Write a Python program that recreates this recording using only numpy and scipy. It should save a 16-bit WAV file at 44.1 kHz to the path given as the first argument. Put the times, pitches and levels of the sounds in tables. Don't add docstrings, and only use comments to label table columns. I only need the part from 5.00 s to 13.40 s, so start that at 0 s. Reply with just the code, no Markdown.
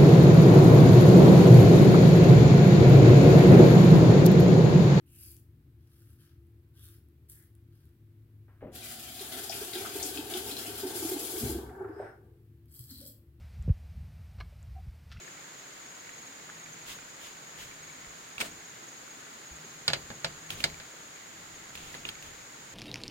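import sys
import numpy as np
from scipy import signal
from scipy.fft import rfft, irfft
from scipy.io import wavfile

SR = 44100
rng = np.random.default_rng(int(sys.argv[2]) if len(sys.argv) > 2 else 0)


def wrap_up_sound(samples):
    columns = np.atleast_2d(samples).T
    tamed = np.clip(columns, -1, 1)
    steps = np.round(tamed * 32767).astype(np.int16)
    wavfile.write(sys.argv[1], SR, steps)


N = 370440
TIME = np.arange(N) / SR
TAP_OPEN_S, TAP_SHUT_S, DRAIN_DRY_S = 3.715, 6.5, 7.07

# frequency in Hz, relative level in dB.
NECK_SPECTRUM = [(800, -46), (1150, -14.5), (1600, -8), (2100, -21), (3300, -13), (4000, -18), (5000, -14),
                 (6400, -11), (8500, -4.5), (11100, 1.5), (14800, -3), (16000, -0.5)]
# time in seconds, relative level in dB.
CHURN_CURVE = [(4.17, -69.5), (4.2, -52), (4.72, -46.5), (4.75, -44.5), (5.81, -44), (5.83, -40),
               (6.58, -39.5), (6.67, -49), (6.86, -41), (7.55, -76.5)]


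def shaving():
    # start, time to full bite and length in seconds, then
    # relative cutting level, relative rubbing level and easing of the bite in dB.
    neck_strokes = [(0.06, 0.15, 0.26, -51.5, -82.5, 1), (0.79, 0.18, 0.35, -68, -82.5, 1.5),
                    (1.18, 0.02, 0.13, -64, -75, 15), (1.735, 0.082, 0.2, -57, -74, 6),
                    (2.283, 0.012, 0.17, -50, -79.5, 20.5), (2.7, .035, .17, -77, -85.5, 0)]
    lip_pulls = [(7.68, 0.074, 0.26, -54.5, -66, 5.5), (7.865, 0.039, 0.17, -54.5, -59, 2.3),
                 (7.99, .088, 0.084, -48, -61, 3)]
    # frequency in Hz, relative level in dB.
    lip_spectrum = [(1000, -22), (1600, -12.5), (2100, -22), (2850, -25), (3250, -4), (3650, -21),
                    (4200, -7), (5100, -6), (5700, -11), (6600, -9.5), (7900, 4), (9300, -3.5), (12200, 5),
                    (16000, 4.5)]
    neck = stubble(neck_strokes, NECK_SPECTRUM, 760, spread_db=6, rub_share=0.85, cut_db=2, rub_db=5)
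    lip = stubble(lip_pulls, lip_spectrum, 510, spread_db=8, rub_share=0.8, cut_db=5, rub_db=-5.5)
    return neck + lip


def stubble(strokes, spectrum, hairs_per_s, spread_db, rub_share, cut_db, rub_db):
    cutting, rubbing = np.max([stroke(*row) for row in strokes], 0)
    fade = np.exp(-np.arange(SR // 100) / SR / 0.00045)
    bursts = unit_rms(signal.oaconvolve(abs(clicks(hairs_per_s, spread_db)), fade)[:N])
    scrape = colour((bursts + rub_share) * rng.standard_normal(N), spectrum)
    crisp = unit_rms(butter(scrape, 3520, "high"))
    dull = unit_rms(butter(scrape, 5240, "low", order=6))
    return amp(cut_db) * cutting * crisp + amp(rub_db) * rubbing * dull


def stroke(start, bite_s, length, cut_db, rub_db, ease_db):
    bite_db = np.interp(TIME - start, [0, bite_s, max(length, bite_s)], [-18, 0, -ease_db])
    contact = envelope(start, start + length, rise_s=0.0024, fall_db_per_s=257)
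    return contact * amp([cut_db + bite_db, rub_db + 0.49 * bite_db])


def chatter():
    # start and length in seconds, relative level in dB, first and last pitch in Hz.
    drags = [(0.05, 0.31, -72.5, 2830, 2400), (0.17, 0.18, -67, 5100, 4570), (1.76, 0.13, -70, 3200, 3700),
             (2.31, .17, -74.5, 1750, 1800), (7.87, 0.17, -58, 4260, 4200)]
    return amp(1) * gliding_rasps(drags, pole_width_hz=640, kicks_per_s=1400)


def snaps(gain_db=1, decay_s=0.00031):
    # time in seconds, relative peak level in dB.
    releases = [(0.367, -37.5), (1.4691, -57), (2.0868, -50.5), (2.3004, -44), (2.5522, -44.5),
                (2.855, -45.5), (7.658, -48), (7.717, -46.5), (7.7593, -54), (7.779, -48), (7.857, -47)]
    out, t = np.zeros(N), np.arange(SR // 40) / SR
    for s, db in releases:
        tick = colour(rng.standard_normal(len(t)) * np.exp(-t / decay_s), NECK_SPECTRUM)
        add(out, s, amp(db + gain_db) * tick / abs(tick).max())
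    return out


def tap(hiss_share=0.53, flutter_db=2.5):
    # frequency in Hz, relative level in dB.
    water_spectrum = [(590, -51.5), (1000, -4), (1500, 0), (1960, -4.5), (2150, -4), (2330, -5),
                      (3340, 1.5), (3670, -3), (5070, -4.5), (5700, -9), (6940, -3), (10200, -2),
                      (11400, -0.5), (14900, -7), (16000, -6.5)]
    spray, splash = jet_gains()
    drops = clicks(per_s=3000, spread_db=6)
    gush = amp(flutter_db * wander(120))
    water = colour((drops + hiss_share * rng.standard_normal(N)) * gush, water_spectrum)
    fine = unit_rms(butter(water, 4730, "high"))
    coarse = unit_rms(butter(water, [1200, 5200], "band"))
    return amp(2) * spray * fine + amp(3) * splash * coarse


def jet_gains(rise_s=0.032, entry_s=0.03):
    # start and length in seconds, change of spray and of splash in dB.
    rinses = [(4.31, 0.098, 3.5, 5.5), (4.524, 0.15, 3.5, 3), (4.732, 0.17, 2.5, 4.5), (4.95, 0.14, 6, 3.5),
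              (5.295, 0.084, 3, 5), (5.456, 0.049, 7.5, 3), (5.575, 0.097, 4, 3.5), (5.947, .19, 7, 1),
              (6.183, 0.34, 5, -1.5)]
    flow = envelope(TAP_OPEN_S, TAP_SHUT_S, rise_s, fall_db_per_s=147.5)
    flow *= amp(0.94 * (TIME - TAP_OPEN_S))
    fizz = amp(-19) * envelope(TAP_SHUT_S, TAP_SHUT_S, rise_s, fall_db_per_s=32.5)
    spray_db, splash_db = -46, -55
    for s, length, extra_spray_db, extra_splash_db in rinses:
        in_jet = np.clip(0.5 + np.minimum(TIME - s, s + length - TIME) / entry_s, 0, 1)
        spray_db += extra_spray_db * in_jet
        splash_db += extra_splash_db * in_jet
    return np.maximum(flow, fizz) * amp(spray_db), flow * amp(splash_db)


def droplets(decay_cycles=11, count=900):
    out, t = np.zeros(N), np.arange(SR // 50) / SR
    for when, pitch, weakness in rng.random((count, 3)):
        hz = 2000 * 3.5 ** pitch
        age = t * hz / decay_cycles
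        plink = np.exp(-age) * np.sin(2 * np.pi * hz * t * (1 + 0.025 * age))
        add(out, TAP_OPEN_S + when * (TAP_SHUT_S - TAP_OPEN_S), plink / np.sqrt(weakness + 0.01))
    _, splash = jet_gains()
    return amp(-5) * splash * unit_rms(out)


def splats(gain_db=2, decay_cycles=14):
    # time in seconds, relative peak level in dB, centre frequency in Hz.
    slugs = [(4.1935, -33, 3960), (4.4955, -24.5, 5200), (4.523, -29, 2720), (4.7335, -27, 3760),
             (4.7531, -31.5, 3400), (4.8505, -33.5, 1350), (5.0283, -20, 6700), (5.0614, -25.5, 9000),
             (5.1734, -25.5, 3240), (5.3374, -25, 3440), (5.5122, -30, 3920), (5.567, -29, 3850)]
    out, t = np.zeros(N), np.arange(SR // 12) / SR
    for s, db, hz in slugs:
        burst = rng.standard_normal(len(t)) * np.exp(-t * hz / decay_cycles)
        slap = ring(burst, hz, 0.24 * hz)
        add(out, s, amp(db + gain_db) * slap / abs(slap).max())
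    return out


def basin():
    # frequency and bandwidth in Hz, relative level in dB.
    bowl_modes = [(231.3, 37, -2.5), (337.5, 64, -2), (530, 59, -10.5), (712, 75, 0.5), (1382, 71, -12.5)]
    _, splash = jet_gains()
    return splash * noisy_modes(bowl_modes)


def drain(pops_per_s=260, spread_db=4.5):
    # frequency and bandwidth in Hz, relative level in dB.
    pipe_modes = [(386.7, 52, -0.5), (734, 80, -5), (885, 59, -7.5), (1162, 110, -11.5), (1370, 150, -14),
                  (1535, 62, -9), (1692, 59, -16), (2180, 36, -25)]
    times, churn_db = np.transpose(CHURN_CURVE)
    churn = amp(np.interp(TIME, times, churn_db, left=-140, right=-140))
    draining = envelope(times[0], DRAIN_DRY_S, rise_s=0.025, fall_db_per_s=89)
    bubbling = draining * (churn / churn.max()) ** 0.31
    common_pops = clicks(pops_per_s, spread_db)
    lowest, *upper = [amp(db) * ring(common_pops + clicks(pops_per_s, spread_db), hz, width)
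                      for hz, width, db in pipe_modes]
    return amp(-4) * churn * lowest + amp(-52.5) * bubbling * unit_rms(sum(upper))


def glugs(gain_db=-1, swell_s=0.0068, rise_per_s=0.61, count=24):
    # time in seconds, relative peak level in dB, pitch in Hz.
    big_bubbles = [(4.206, -41, 395), (4.613, -34.5, 416), (4.754, -33, 364), (4.807, -31.5, 384),
                   (4.954, -32.5, 403), (5.066, -45, 363), (5.186, -32, 301), (5.346, -29, 359),
                   (5.832, -29, 392), (5.85, -32, 361), (5.902, -34, 364), (6.022, -30.5, 334),
                   (6.049, -27.5, 323), (6.116, -30, 374), (6.157, -29.5, 303), (6.456, -30, 404),
                   (6.496, -29.5, 330), (6.548, -27.5, 340), (6.806, -32, 380.5), (6.847, -34, 386),
                   (6.994, -35, 397)]
    out, t = np.zeros(N), np.arange(SR // 10) / SR
    swell = t / swell_s * np.exp(1 - t / swell_s)
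    times, churn_db = np.transpose(CHURN_CURVE)
    jitter, pitch = rng.random((count, 2)).T
    starts = times[0] + (np.arange(count) + jitter) / count * (DRAIN_DRY_S - times[0])
    lesser = zip(starts, np.interp(starts, times, churn_db) + 5, np.interp(pitch, [0, 1], [273, 408.6]))
    for s, db, hz in [*big_bubbles, *lesser]:
        cycles = hz * t * (1 + rise_per_s * (t / 2 - swell_s))
        overtone = amp(-16) * np.sin(2 * np.pi * rng.uniform(680, 900) * t)
        add(out, s, amp(db + gain_db) * swell * (np.sin(2 * np.pi * cycles) + overtone))
    return out


def slurp():
    # start and length in seconds, relative level in dB, first and last pitch in Hz.
    gulps = [(6.96, 0.11, -47.5, 520, 840), (6.68, 0.38, -60, 1300, 1550), (6.98, 0.14, -53, 1470, 1520),
             (6.88, 0.25, -74, 5000, 5300), (6.95, 0.15, -72.5, 7900, 8800)]
    return gliding_rasps(gulps, pole_width_hz=480, kicks_per_s=3600)


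def pops():
    # time in seconds, relative level in dB, lower and upper band edge in Hz, T60 in seconds.
    bursts = [(4.496, -34, 605, 794, 0.05), (6.694, -52, 1090, 2050, 0.06), (6.808, -43, 716, 955, 0.032),
              (6.845, -45.5, 740, 1560, 0.095), (6.995, -35, 506, 755, 0.13)]
    return blows(bursts, gain_db=6.5)


def knocks():
    # time in seconds, relative level in dB, lower and upper band edge in Hz, T60 in seconds.
    impacts = [(3.481, -60, 250, 1900, 0.5), (3.607, -54.5, 101, 2210, 1), (3.62, -35, 49.7, 590, 0.37),
               (3.645, -45, 91, 614, 0.19), (6.41, -32, 212, 280, 0.8), (6.428, -22.5, 55.5, 136, 0.22),
               (6.495, -24.5, 55.5, 86, 0.31), (7.79, -40.5, 70.4, 122, 0.44), (7.902, -46, 210, 290, 0.57),
               (8.013, -52.5, 470, 608, 0.5)]
    return blows(impacts, gain_db=1)


def ventilation(waver_db=3):
    # frequency and bandwidth in Hz, relative level in dB.
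    duct_modes = [(56, 6.3, -15), (74.6, 11, 1), (85.5, 4, -10), (106.1, 6.2, 2.5), (124.7, 12, -4.5),
                  (147.6, 4.8, -6.5)]
    # frequency in Hz, mean level in dB.
    fan_tones = [(215.3, -80), (290.7, -81.5), (339.1, -73)]
    # frequency in Hz, relative level in dB.
    air_spectrum = [(100, -2), (190, -1.5), (260, 3), (400, -5), (500, -17), (630, -22), (1000, -22.5),
                    (1700, -22), (2500, -25), (4000, -28.5), (6400, -34.5), (10000, -30.5), (13000, -25),
                    (16000, -26)]
    rumble = amp(-56.5) * noisy_modes(duct_modes)
    hum = sum(amp(db - waver_db * wander(9.8)) * np.sqrt(2) * np.sin(2 * np.pi * hz * TIME)
              for hz, db in fan_tones)
    air = amp(-69.5) * np.array([unit_rms(colour(n, air_spectrum)) for n in rng.standard_normal((2, N))])
    low = rumble + hum + butter(air[0], 550, "low")
    return low * amp([[1], [-1]]) + amp(3) * butter(air, 540, "high")


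def room(x, wet_db, left_db, lag_ms, paths=1):
    shares = np.array([wander(40) for _ in range(paths)]) if paths > 1 else np.ones((1, N))
    shares /= np.linalg.norm(shares, axis=0)
    wet = sum(signal.oaconvolve((x * share)[None], echoes(), axes=1)[:, :N] for share in shares)
    direct = np.array([x, np.roll(x, round(lag_ms * SR / 1000))])
    balance = amp([[left_db / 2], [-left_db / 2]])
    return (direct + amp(wet_db) * wet) * balance / np.sqrt(1 + amp(2 * wet_db))


def echoes(mono_hz=560, size=256):
    # frequency in Hz, reverberation time T60 in seconds.
    tile_decay = [(100, 0.69), (400, 0.37), (1500, 0.3), (5000, 0.28), (10000, 0.24), (16000, 0.31)]
    shape = (2, SR // 2)
    reflections = rng.standard_normal(shape) * (rng.random(shape) < 0.1)
    hz, t, spectra = signal.stft(reflections, SR, nperseg=size)
    coherence = 1 / (1 + (hz[:, None] / mono_hz) ** 6)
    spectra[1] = coherence * spectra[0] + np.sqrt(1 - coherence ** 2) * spectra[1]
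    decay = amp(-60 * t / value_at(tile_decay, hz)[:, None])
    tail = signal.istft(spectra * decay, SR, nperseg=size)[1]
    tail[:, :SR // 600] = 0
    return tail / np.linalg.norm(tail[0])


def gliding_rasps(rasps, pole_width_hz, kicks_per_s, swell_db=9.5):
    kicks = clicks(kicks_per_s, spread_db=4.5)
    out, pole = np.zeros(N), np.exp(-np.pi * pole_width_hz / SR)
    for s, length, db, first_hz, last_hz in rasps:
        t = np.arange(0, length, 1 / SR)
        carrier = np.exp(2j * np.pi * np.cumsum(np.linspace(first_hz, last_hz, len(t))) / SR)
        baseband = signal.lfilter([1], np.poly([pole, pole]), np.interp(s + t, TIME, kicks) / carrier)
        arch = amp(db - swell_db * (2 * t / length - 1) ** 2)
        add(out, s, arch * unit_rms((carrier * baseband).real))
    return out


def blows(rows, gain_db):
    out, t = np.zeros(N), np.arange(SR // 2) / SR
    for s, db, low_hz, high_hz, t60 in rows:
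        shudder = butter(rng.standard_normal(SR), [low_hz, high_hz], "band")[-len(t):]
        fade = amp(-60 * t / t60) * (1 - np.exp(-2 * t * high_hz)) ** 2
        add(out, s, amp(db + gain_db) * unit_rms(shudder * fade) * np.sqrt(np.mean(fade ** 2)) / 2)
    return out


def noisy_modes(modes):
    return unit_rms(sum(amp(db) * ring(rng.standard_normal(N), hz, width) for hz, width, db in modes))


def ring(x, hz, width):
    b, a = signal.iirpeak(hz, hz / (1.55 * width), SR)
    return unit_rms(signal.lfilter(b, a, signal.lfilter(b, a, x)))


def colour(x, spectrum, size=4096):
    log_gain = np.log(amp(value_at(spectrum, abs(np.fft.fftfreq(size, 1 / SR)))))
    taps = np.fft.ifft(np.exp(np.conj(signal.hilbert(log_gain)))).real
    return signal.oaconvolve(x, taps[:size // 2])[:len(x)]


def butter(x, hz, kind, order=4):
    return signal.sosfilt(signal.butter(order, hz, kind, fs=SR, output="sos"), x)


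def clicks(per_s, spread_db):
    size = amp(spread_db * np.minimum(rng.exponential(1, N), 4))
    return unit_rms(size * rng.choice([-1, 1], N) * (rng.random(N) < per_s / SR))


def wander(hz):
    f = np.fft.rfftfreq(N, 1 / SR)
    return unit_rms(irfft(rfft(rng.standard_normal(N)) * np.exp(-(f / hz) ** 2), N))


def envelope(start_s, end_s, rise_s, fall_db_per_s):
    attack = np.clip((TIME - start_s) / rise_s, 0, 1)
    return attack * amp(-fall_db_per_s * np.maximum(TIME - end_s, 0))


def value_at(points, hz):
    f, value = np.transpose(points)
    return np.interp(np.log(hz + 1), np.log(f + 1), value)


def add(mix, s, sound):
    part = mix[round(s * SR):][:len(sound)]
    part += sound[:len(part)]


def amp(db):
    return 10 ** (np.asarray(db) / 20)


def unit_rms(x):
    return x / np.sqrt(np.mean(x ** 2) + 1e-20)


def scene():
    razor = room(shaving() + chatter(), wet_db=0, left_db=2, lag_ms=0.1, paths=3)
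    ticks = room(snaps(), wet_db=-3, left_db=1, lag_ms=0)
    water = room(tap() + droplets(), wet_db=13, left_db=3.5, lag_ms=0.3, paths=5)
    slaps = room(splats(), wet_db=2, left_db=7, lag_ms=0.05)
    pipe = room(drain() + slurp(), wet_db=4, left_db=1.5, lag_ms=0.05, paths=3)
    bowl = room(glugs() + basin() + pops(), wet_db=-6.5, left_db=-1.5, lag_ms=0)
    thuds = room(knocks(), wet_db=-8, left_db=1.5, lag_ms=0.1)
    return razor + ticks + water + slaps + pipe + bowl + thuds + ventilation()


def record(dry):
    lowpass = signal.firwin(511, 15950, window=("kaiser", 9), fs=SR)
    return signal.oaconvolve(dry, lowpass[None], "same")


dry = scene()
out = record(dry)
wrap_up_sound(out)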